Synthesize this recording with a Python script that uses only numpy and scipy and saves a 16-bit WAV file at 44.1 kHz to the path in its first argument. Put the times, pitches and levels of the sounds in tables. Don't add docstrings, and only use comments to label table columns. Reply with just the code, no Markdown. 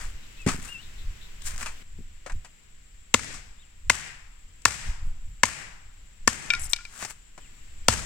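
import sys
import numpy as np
from scipy import signal
from scipy.fft import rfft, irfft, next_fast_len
from scipy.io import wavfile
from scipy.ndimage import uniform_filter1d

SR = 44100
rng = np.random.default_rng(int(sys.argv[2]) if len(sys.argv) > 2 else 0)


def unload_wav(signal):
    wavfile.write(
        sys.argv[1],
        SR,
        np.round(np.clip(np.atleast_2d(signal).T, -1, 1) * 32767).astype(np.int16),
    )


N = 355005
TIME = np.arange(N) / SR
AGE = TIME[:SR // 2]

# (time [s], force [dB], splitting time scale [s], woody bass [dB], and then, relative
# to the body: fibre snaps [dB], blade ring [dB, before the body is levelled], mat rattle [dB], ground boom [dB])
BLOWS = [(3.1402, 16.5, 0.0046, -2, -14, -16, -37.5, -33),
         (3.8974, 17.5, .0042, 0, -14.5, 0.5, -33.5, -35.5),
         (4.6526, 20.5, .0038, -1, -12, 0.5, -29.5, -32.5), (5.4325, 17.5, .004, -1, -14, 2, -31.5, -34),
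         (6.275, 26.5, .0036, 1, -14.5, 4, -33.5, -36), (7.8831, 12.5, .0028, 6.5, -7, -3.5, -23, -21.5)]
# (frequency [Hz], t60 [s], level [dB])
CHOP_MODES = [(224, 0.034, -14.5), (515.6, .015, -8.5), (971, 0.015, 0), (1127, 0.014, -4),
              (1367, 0.018, -3.5), (2112, 0.019, -3.5), (2715, 0.013, -1), (3650, 0.0082, -2.5),
              (4890, 0.0072, -12), (5850, 0.0076, -11.5), (6800, 0.024, -14.5), (7730, 0.019, -3)]
# (frequency [Hz], level [dB])
SLATS = [(100, -5.5), (400, -7), (800, -3), (1600, 3), (2400, 1), (3800, -6.5), (6000, 0), (8000, 3),
         (10500, -16.5), (16000, -26)]
# (frequency [Hz], t60 [s], level [dB])
EARTH_MODES = [(81.6, 0.073, -10.5), (176, 0.037, -1), (253.5, 0.081, -7), (387, 0.019, -0.5),
               (455, 0.013, -7)]


def undb(db):
    return 10 ** (np.asarray(db) / 20)


def unit(x):
    return x / np.sqrt(np.mean(x ** 2))


def colour(x, points):
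    size = 2 * next_fast_len(x.shape[-1])
    hz, db = np.transpose(points)
    freq = np.maximum(np.fft.rfftfreq(size, 1 / SR), 1)
    response_db = np.interp(np.log(freq), np.log(hz), db)
    cepstrum = irfft(np.log(undb(response_db)))
    fold = np.r_[1, np.full(size // 2 - 1, 2), 1, np.zeros(size // 2 - 1)]
    response = np.exp(rfft(cepstrum * fold))
    return irfft(rfft(x, size) * response)[..., :x.shape[-1]]


def whiten(x):
    spectrum = rfft(x)
    return irfft(spectrum / (np.abs(spectrum) + 1e-12), x.shape[-1])


def ring(modes, detune=0., spread_db=0.):
    hz, t60, db = np.transpose(modes)[:, :, None]
    shift, weight = rng.standard_normal((2, len(modes), 1))
    sign = (-1) ** np.arange(len(modes))[:, None]
    decay = np.exp(-np.log(1000) * AGE / t60)
    waves = np.sin(2 * np.pi * hz * (1 + detune * shift) * AGE) * decay
    return np.sum(sign * undb(db + spread_db * weight) * waves, axis=0)


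def through(x, response):
    return signal.fftconvolve(np.atleast_2d(x), np.atleast_2d(response), axes=1)[:, :x.shape[-1]]


def walk(rate):
    size = int(SR / rate)
    steps = np.repeat(rng.standard_normal(N // size + 1), size)
    return unit(uniform_filter1d(steps, size))[:N]


def grains(size, spread_db, shared=0.4):
    noise = rng.standard_normal((3, size))
    surge = np.repeat(rng.exponential(size=size // 20 + 1), 20)[:size]
    strength = undb(spread_db * np.minimum(surge, 5))
    shared = np.clip(shared, 0, 1)
    return unit(strength * (np.sqrt(shared) * noise[2] + np.sqrt(1 - shared) * noise[:2]))


def swell(s, rise_s, fall_s):
    return np.exp(-np.maximum((s - TIME) / rise_s, (TIME - s) / fall_s))


def add(out, s, sound):
    start = max(int(s * SR), 0)
    out[:, start:start + sound.shape[-1]] += sound[..., :max(N - start, 0)]


def forest():
    # (frequency [Hz], level [dB])
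    leaf_colour = [(100, 5.5), (200, 5), (400, -4), (700, -8), (1200, -5), (2000, 0), (2800, -0.5),
                   (4200, -7.5), (6200, -8.5), (9000, -16.5), (12000, -19.5), (16000, -19)]
    # (frequency [Hz], level [dB])
    insect_colour = [(5500, -34), (6700, -20), (7200, -3.5), (7650, -3), (7950, -6.5), (8300, -21.5),
                     (9500, -44)]
    # (start time [s], leaf level [dB], insect level [dB])
    stretches = [(0, -49.5, -57.5), (1.828, -58.5, -59), (7.385, -54, -55.5)]
    starts, leaves_db, insects_db = np.transpose(stretches)
    stretch = np.searchsorted(starts[1:], TIME)
    leaves = unit(colour(rng.standard_normal((2, N)), leaf_colour))
    leaves = leaves * undb(leaves_db[stretch] + .5 * walk(3.1))
    shimmer_db = 1.2 * walk(70)
    insects = unit(colour(rng.standard_normal((2, N)), insect_colour))
    insects = insects * undb(insects_db[stretch] + shimmer_db)
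    return leaves * undb([[0], [-3.5]]) + insects * undb([[0], [-9]])


def wind():
    # (peak time [s], level [dB], swelling and fading time constant [s])
    gusts = [(.08, -32, 0.094), (.56, -29, 0.084), (1.08, -28.5, 0.11), (1.53, -32, 0.17),
             (2.0, -29, 0.063), (2.355, -25, 0.032), (3.42, -42.5, 0.17), (3.88, -30.5, 0.044),
             (4.5, -41, .11), (4.889, -18, 0.026), (5.068, -22.5, 0.045), (5.28, -30, 0.11),
             (5.88, -42.5, 0.11), (6.3, -32, 0.069), (6.641, -27, 0.066), (7.95, -34, 0.26)]
    # (frequency [Hz], level [dB])
    rumble = [(4, -5), (10, 12.5), (22, 4.5), (40, -3), (80, -10), (130, -22), (250, -40), (800, -64)]
    breeze_db, breeze_wander_db = -49, 2.5
    eddies = unit(colour(grains(N, spread_db=0.0, shared=0.99), rumble))
    breeze = undb(breeze_db + breeze_wander_db * walk(9.9))
    gust_power = sum((undb(db) * swell(s, time_s, time_s)) ** 2 for s, db, time_s in gusts)
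    return eddies * np.sqrt(breeze ** 2 + gust_power)


def rubbing():
    # (peak time [s], level [dB], rise time constant [s], fall time constant [s], treble gain [dB])
    strokes = [(.018, -35.5, 0.044, 0.047, -7.5), (.505, -30, .008, .05, -5.5),
               (0.649, -37, .022, 0.056, 0.5), (1.474, -25.5, 0.013, 0.012, 16.5),
               (1.505, -38, 0.021, 0.048, -4), (1.603, -36, 0.021, 0.067, -3),
               (7.02, -34.5, 0.057, 0.052, -1), (7.109, -36, 0.015, 0.008, 3.5)]
    # (frequency [Hz], level [dB])
    rasp_colour = [(100, -8.5), (400, -8.5), (800, -5), (1600, 2), (2400, -1.5), (3800, -8.5), (6000, -3.5),
                   (8000, 2), (10500, -14.5), (16000, -19)]
    out = np.zeros((2, N))
    rasp = colour(grains(N, spread_db=2.5, shared=0.29), rasp_colour) * undb(1.5 * walk(160))
    treble = signal.sosfilt(signal.butter(1, 5000, "highpass", fs=SR, output="sos"), rasp)
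    for s, db, rise_s, fall_s, treble_db in strokes:
        stroke = unit(rasp + (undb(treble_db) - 1) * treble)
        out += undb(db) * swell(s, rise_s, fall_s) * stroke
    return out


def birds():
    # (start time [s], length [s], level [dB], pitches that the note glides through evenly [Hz])
    whistles = [(.372, 0.078, -42, (2410, 2690, 2560, 2400)),
                (.662, 0.16, -37.5, (2330, 2810, 2840, 2666, 2720, 3200)),
                (3.56, .11, -57, (3750, 3380, 3920, 2850, 2550)), (7.41, 0.077, -51, (3300, 2850, 1800))]
    # (time [s], level [dB])
    chips = [(0.234, -57), (.37, -55.5), (.61, -58), (.82, -50), (.985, -50), (1.215, -49), (1.416, -52)]
    edge_s, flutter_db = 0.032, 3
    chip_colour = [(2500, -37), (3400, -8), (3850, -5), (4150, -12), (5000, -33)]  # (frequency [Hz], level [dB])
    out = np.zeros((2, N))
    for s, length_s, db, pitches in whistles:
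        glide = np.interp(AGE, np.linspace(0, length_s, len(pitches)), pitches)
        hz = uniform_filter1d(glide, size=700)
        fade = np.clip(np.minimum(AGE, length_s - AGE) / edge_s, 0, 1)
        tone = np.sin(2 * np.pi * np.cumsum(hz) / SR)
        add(out, s, fade * tone * undb(db + flutter_db * walk(100)[:len(AGE)]))
    smear = AGE / 0.022 * np.exp(1 - AGE / 0.021)
    for s, db in chips:
        scattered = unit(colour(rng.standard_normal((2, len(AGE))), chip_colour))
        add(out, s - .01, undb(db) * scattered * smear)
    return out


def knock(length_s, bass_db, treble_db):
    contacts = np.exp(-AGE / length_s) * grains(len(AGE), spread_db=0.4, shared=0.52)
    clatter = unit(colour(contacts, SLATS))
    slat_ring = unit(through(contacts, ring(CHOP_MODES, detune=0.0772, spread_db=10.0)))
    wood = clatter + undb(-11) * slat_ring
    tone = [(600, bass_db), (1400, 0.001), (6000, treble_db)]
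    return unit(colour(wood, tone)) * np.std(contacts)


def knocks():
    # (time [s], contact level [dB], decay time constant [s], bass [dB], treble [dB])
    light_knocks = [(.417, -43, .003, -6, 14), (0.464, -24.5, .012, -1, -6), (0.474, -22.5, 0.026, 0.5, -4),
                    (.487, -19.5, 0.014, -3, -3.5), (1.420, -36, 0.0044, -3, 8),
                    (1.579, -24.5, 0.0015, -6, 12), (1.628, -25.5, 0.008, -5, -3.5),
                    (1.66, -28.5, 0.024, -4, -7), (2.262, -31, .015, 4, -8.5),
                    (2.297, -32.5, 0.012, -6, -16), (2.32, -37, 0.0065, 0, -5), (2.447, -39, .013, 0, -2.5),
                    (3.193, -16.5, 0.0047, -5, -6), (3.341, -36, 0.034, -2, 0), (4.62, -42, 0.0022, -1, 15),
                    (5.454, -5, 0.0053, 1, 8), (7.026, -25.5, 0.0091, 2.5, -2),
                    (7.049, -26, 0.0097, 2, 3.5), (7.378, -37, 0.0093, 2, -11.5)]
    out = np.zeros((2, N))
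    for s, db, length_s, bass_db, treble_db in light_knocks:
        add(out, s, undb(db) * knock(length_s, bass_db, treble_db))
    return out


def dropped_club(count):
    drop_s, drop_db = .4644, -7.5
    bounce_gap_s, bounce_loss_db = .015, 8.5
    out = np.zeros((2, N))
    for bounce in range(count):
        level_db = drop_db - bounce_loss_db * bounce
        add(out, drop_s + bounce_gap_s * bounce, undb(level_db) * ring(EARTH_MODES))
    return out


def thuds():
    # (time [s], level [dB])
    thumps = [(.542, -27), (.585, -32.5), (1.987, -34), (2.004, -38), (2.263, -44), (2.346, -43),
              (3.345, -43.5)]
    out = np.zeros((2, N))
    for s, db in thumps:
        add(out, s, undb(db) * ring(EARTH_MODES))
    return out


def chops():
    # (frequency [Hz], level [dB])
    fibre_colour = [(150, -27.5), (600, -0.5), (1500, -11), (2500, 1), (3800, -1), (5500, 2.5), (8000, 3),
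                    (9500, -9.5), (12000, -18), (16000, -23.5)]
    # (frequency [Hz], t60 [s], level [dB])
    blade_modes = [(1773, 0.017, 3)]
    # (frequency [Hz], t60 [s], level [dB])
    ground_modes = [(59.6, 0.33, -8.5), (97.7, .16, -1), (126, 0.081, -4.5), (230.8, 0.26, -16)]
    split_rise = .7
    out = np.zeros((2, N))
    for s, db, split_s, bass_db, snap_db, blade_db, rattle_db, boom_db in BLOWS:
        splitting = (AGE / split_s) ** split_rise * np.exp(1 / 2 - (AGE / split_s * 0.86) ** 3)
        push = splitting * grains(len(AGE), spread_db=0.0, shared=0.832)
        for _ in range(2):
            push = splitting * whiten(push)

        wood_and_blade = ring(CHOP_MODES, detune=0.0092, spread_db=4.0) - undb(blade_db) * ring(blade_modes)
        body = colour(through(push, wood_and_blade), [(900, bass_db), (2000, 0)])
        body = body / np.abs(body).max()

        snap_noise = unit(colour(grains(len(AGE), spread_db=0.5, shared=0.58), fibre_colour))
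        snaps = (splitting + 0.28 * np.exp(-AGE / 0.015)) * snap_noise

        chatter = undb(2.33 * walk(170)[:len(AGE)]) * np.exp(-AGE / 0.046)
        rebound = .5 * np.exp(-np.abs(AGE - .056) / 0.002)
        rattle = (chatter + rebound) * unit(colour(grains(len(AGE), spread_db=0.5, shared=0.26), SLATS))

        boom = undb(boom_db) * ring(ground_modes, detune=0.012)
        add(out, s, undb(db) * (body + undb(snap_db) * snaps + undb(rattle_db) * rattle + boom))
    return out


def settling(count):
    settle_db, fade_db_per_s = -35, 95
    span_s = .2
    out = np.zeros((2, N))
    for s, db, *_ in BLOWS:
        for late_s in span_s * rng.uniform(.1, 1, count):
            slap = knock(length_s=.004, bass_db=-6.5, treble_db=0)
            add(out, s + late_s, undb(db + settle_db - fade_db_per_s * late_s) * slap)
    return out


def offcut():
    # (time [s], ring gain [dB], pitch that the contact favours [Hz], click level [dB])
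    bounces = [(6.5033, 5.5, 2960, -13), (6.536, -0.5, 1620, -11), (6.550, -16, 4000, -33),
               (6.733, -4.5, 4740, -3.5), (6.762, -20, 3430, -20), (6.788, -22, 1300, -57),
               (6.807, -25.5, 1300, -47), (6.852, -26, 2380, -34)]
    # (frequency [Hz], t60 [s], level before the contact's favouring [dB])
    bending_modes = [(1060, 0.17, -34), (1407, 0.085, -13), (1760, 0.035, -19), (2270, 0.1, -15.5),
                     (2372, 0.03, -3), (2870, 0.038, -18), (3170, .035, -20), (3725, 0.032, -10.5),
                     (4640, 0.025, -14.5), (5640, .026, -5), (7200, 0.03, -12), (10600, 0.027, -27)]
    # (frequency [Hz], level [dB])
    click_colour = [(300, -13), (1500, -10.5), (3000, -1.5), (4200, 6), (5800, -3), (8000, -4),
                    (11000, -17.5), (16000, -33)]
    loss_db_per_octave = 11
    out = np.zeros((2, N))
    for s, db, favoured_hz, click_db in bounces:
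        modes = [(hz, t60, mode_db - loss_db_per_octave * abs(np.log2(hz / favoured_hz)))
                 for hz, t60, mode_db in bending_modes]
        click = np.exp(-AGE / 0.002) * unit(colour(grains(len(AGE), spread_db=5.0), click_colour))
        tone = ring(modes, detune=0.011, spread_db=1.2)
        add(out, s, undb(db) * tone + undb(click_db) * click)
    return out


def blade_slide():
    # (time [s], length [s], mid-pull level [dB])
    pulls = [(6.596, .075, -23), (6.69, 0.032, -24)]
    # (frequency [Hz], t60 [s], level [dB])
    steel_modes = [(2350, 0.0023, -6.5), (5630, 0.0059, -1.5), (7740, 0.0098, 9), (10130, 0.011, -2),
                   (11700, .004, -13), (13300, .006, -9)]
    slips_per_s, sag_db = 105, 3.5
    out = np.zeros((2, N))
    for s, length_s, db in pulls:
        for late_s in np.arange(0, length_s, 1 / slips_per_s):
            slip = np.exp(-AGE / 0.0082) * grains(len(AGE), spread_db=1.5)
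            tinkle = through(slip, ring(steel_modes, detune=0.041, spread_db=6.0))
            slip_db = db - sag_db * (2 * late_s / length_s - 1) ** 2 + 2.4 * rng.standard_normal()
            jitter_s = rng.uniform(-0.0034, 0.0033)
            add(out, s + late_s + jitter_s, undb(slip_db) * tinkle / np.abs(tinkle).max())
    return out


def yard(x):
    # (centre frequency [Hz], t60 [s], level before the echo colour [dB])
    octaves = [(122, 0.66, -10.5), (243.5, 0.59, -21), (532, 0.65, -25), (1045, 1, -29), (2063, 0.67, -23),
               (3850, 0.65, -21.5), (7730, 0.55, -27)]
    # (frequency [Hz], level [dB])
    echo_colour = [(700, -2), (1200, -4.5), (1900, 1.5), (3000, -4), (4500, -4.5), (7800, 9.5),
                   (10000, -10.5), (13000, -7.5), (16000, 9.5)]
    out = np.zeros((2, N))
    for hz, t60, db in octaves:
        octave = signal.butter(3, hz * np.array([1, 2]) / np.sqrt(2), "bandpass", fs=SR, output="sos")
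        energy = signal.sosfilt(octave, x[0]) ** 2
        for seconds in (.02, t60 / np.log(1e6)):
            keep = np.exp(-1 / (seconds * SR))
            energy = signal.lfilter([1 - keep], [1, -keep], energy + 1e-18)
        diffuse = unit(signal.sosfilt(octave, rng.standard_normal((2, N))))
        out += undb(db) * np.sqrt(energy) * diffuse
    return colour(out, echo_colour)


def scene():
    # (frequency [Hz], level [dB])
    shade = [(100, 1), (250, -1.5), (550, -10), (1100, -4), (1900, -6.5), (3000, -7.5), (5000, -7.5),
             (7700, -16), (10000, 2), (15000, -3.5)]
    background = forest() + wind()
    contacts = rubbing() + knocks() + dropped_club(count=4) + thuds()
    cutting = chops() + settling(count=4) + offcut() + blade_slide()
    near = contacts + cutting + birds()
    left, right = near + yard(near)
    right = colour(np.r_[np.zeros(2), right[:-2]], shade)
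    return np.array([left, right]) + background


def limiter(x, ceiling_db, release_db_per_s):
    power = np.abs(uniform_filter1d(x ** 2, size=200, axis=1)).max(axis=0)
    over_db = np.maximum(10 * np.log10(power + 1e-12) - ceiling_db, 0)
    recovery = release_db_per_s * TIME
    duck_db = np.maximum.accumulate(over_db + recovery) - recovery
    return x * undb(-uniform_filter1d(duck_db, size=40))


def record(dry):
    limited = np.tanh(limiter(dry, ceiling_db=-5, release_db_per_s=82))
    return signal.sosfilt(signal.ellip(8, .2, 70, 16000, fs=SR, output="sos"), limited)


dry = scene()
out = record(dry)
unload_wav(out)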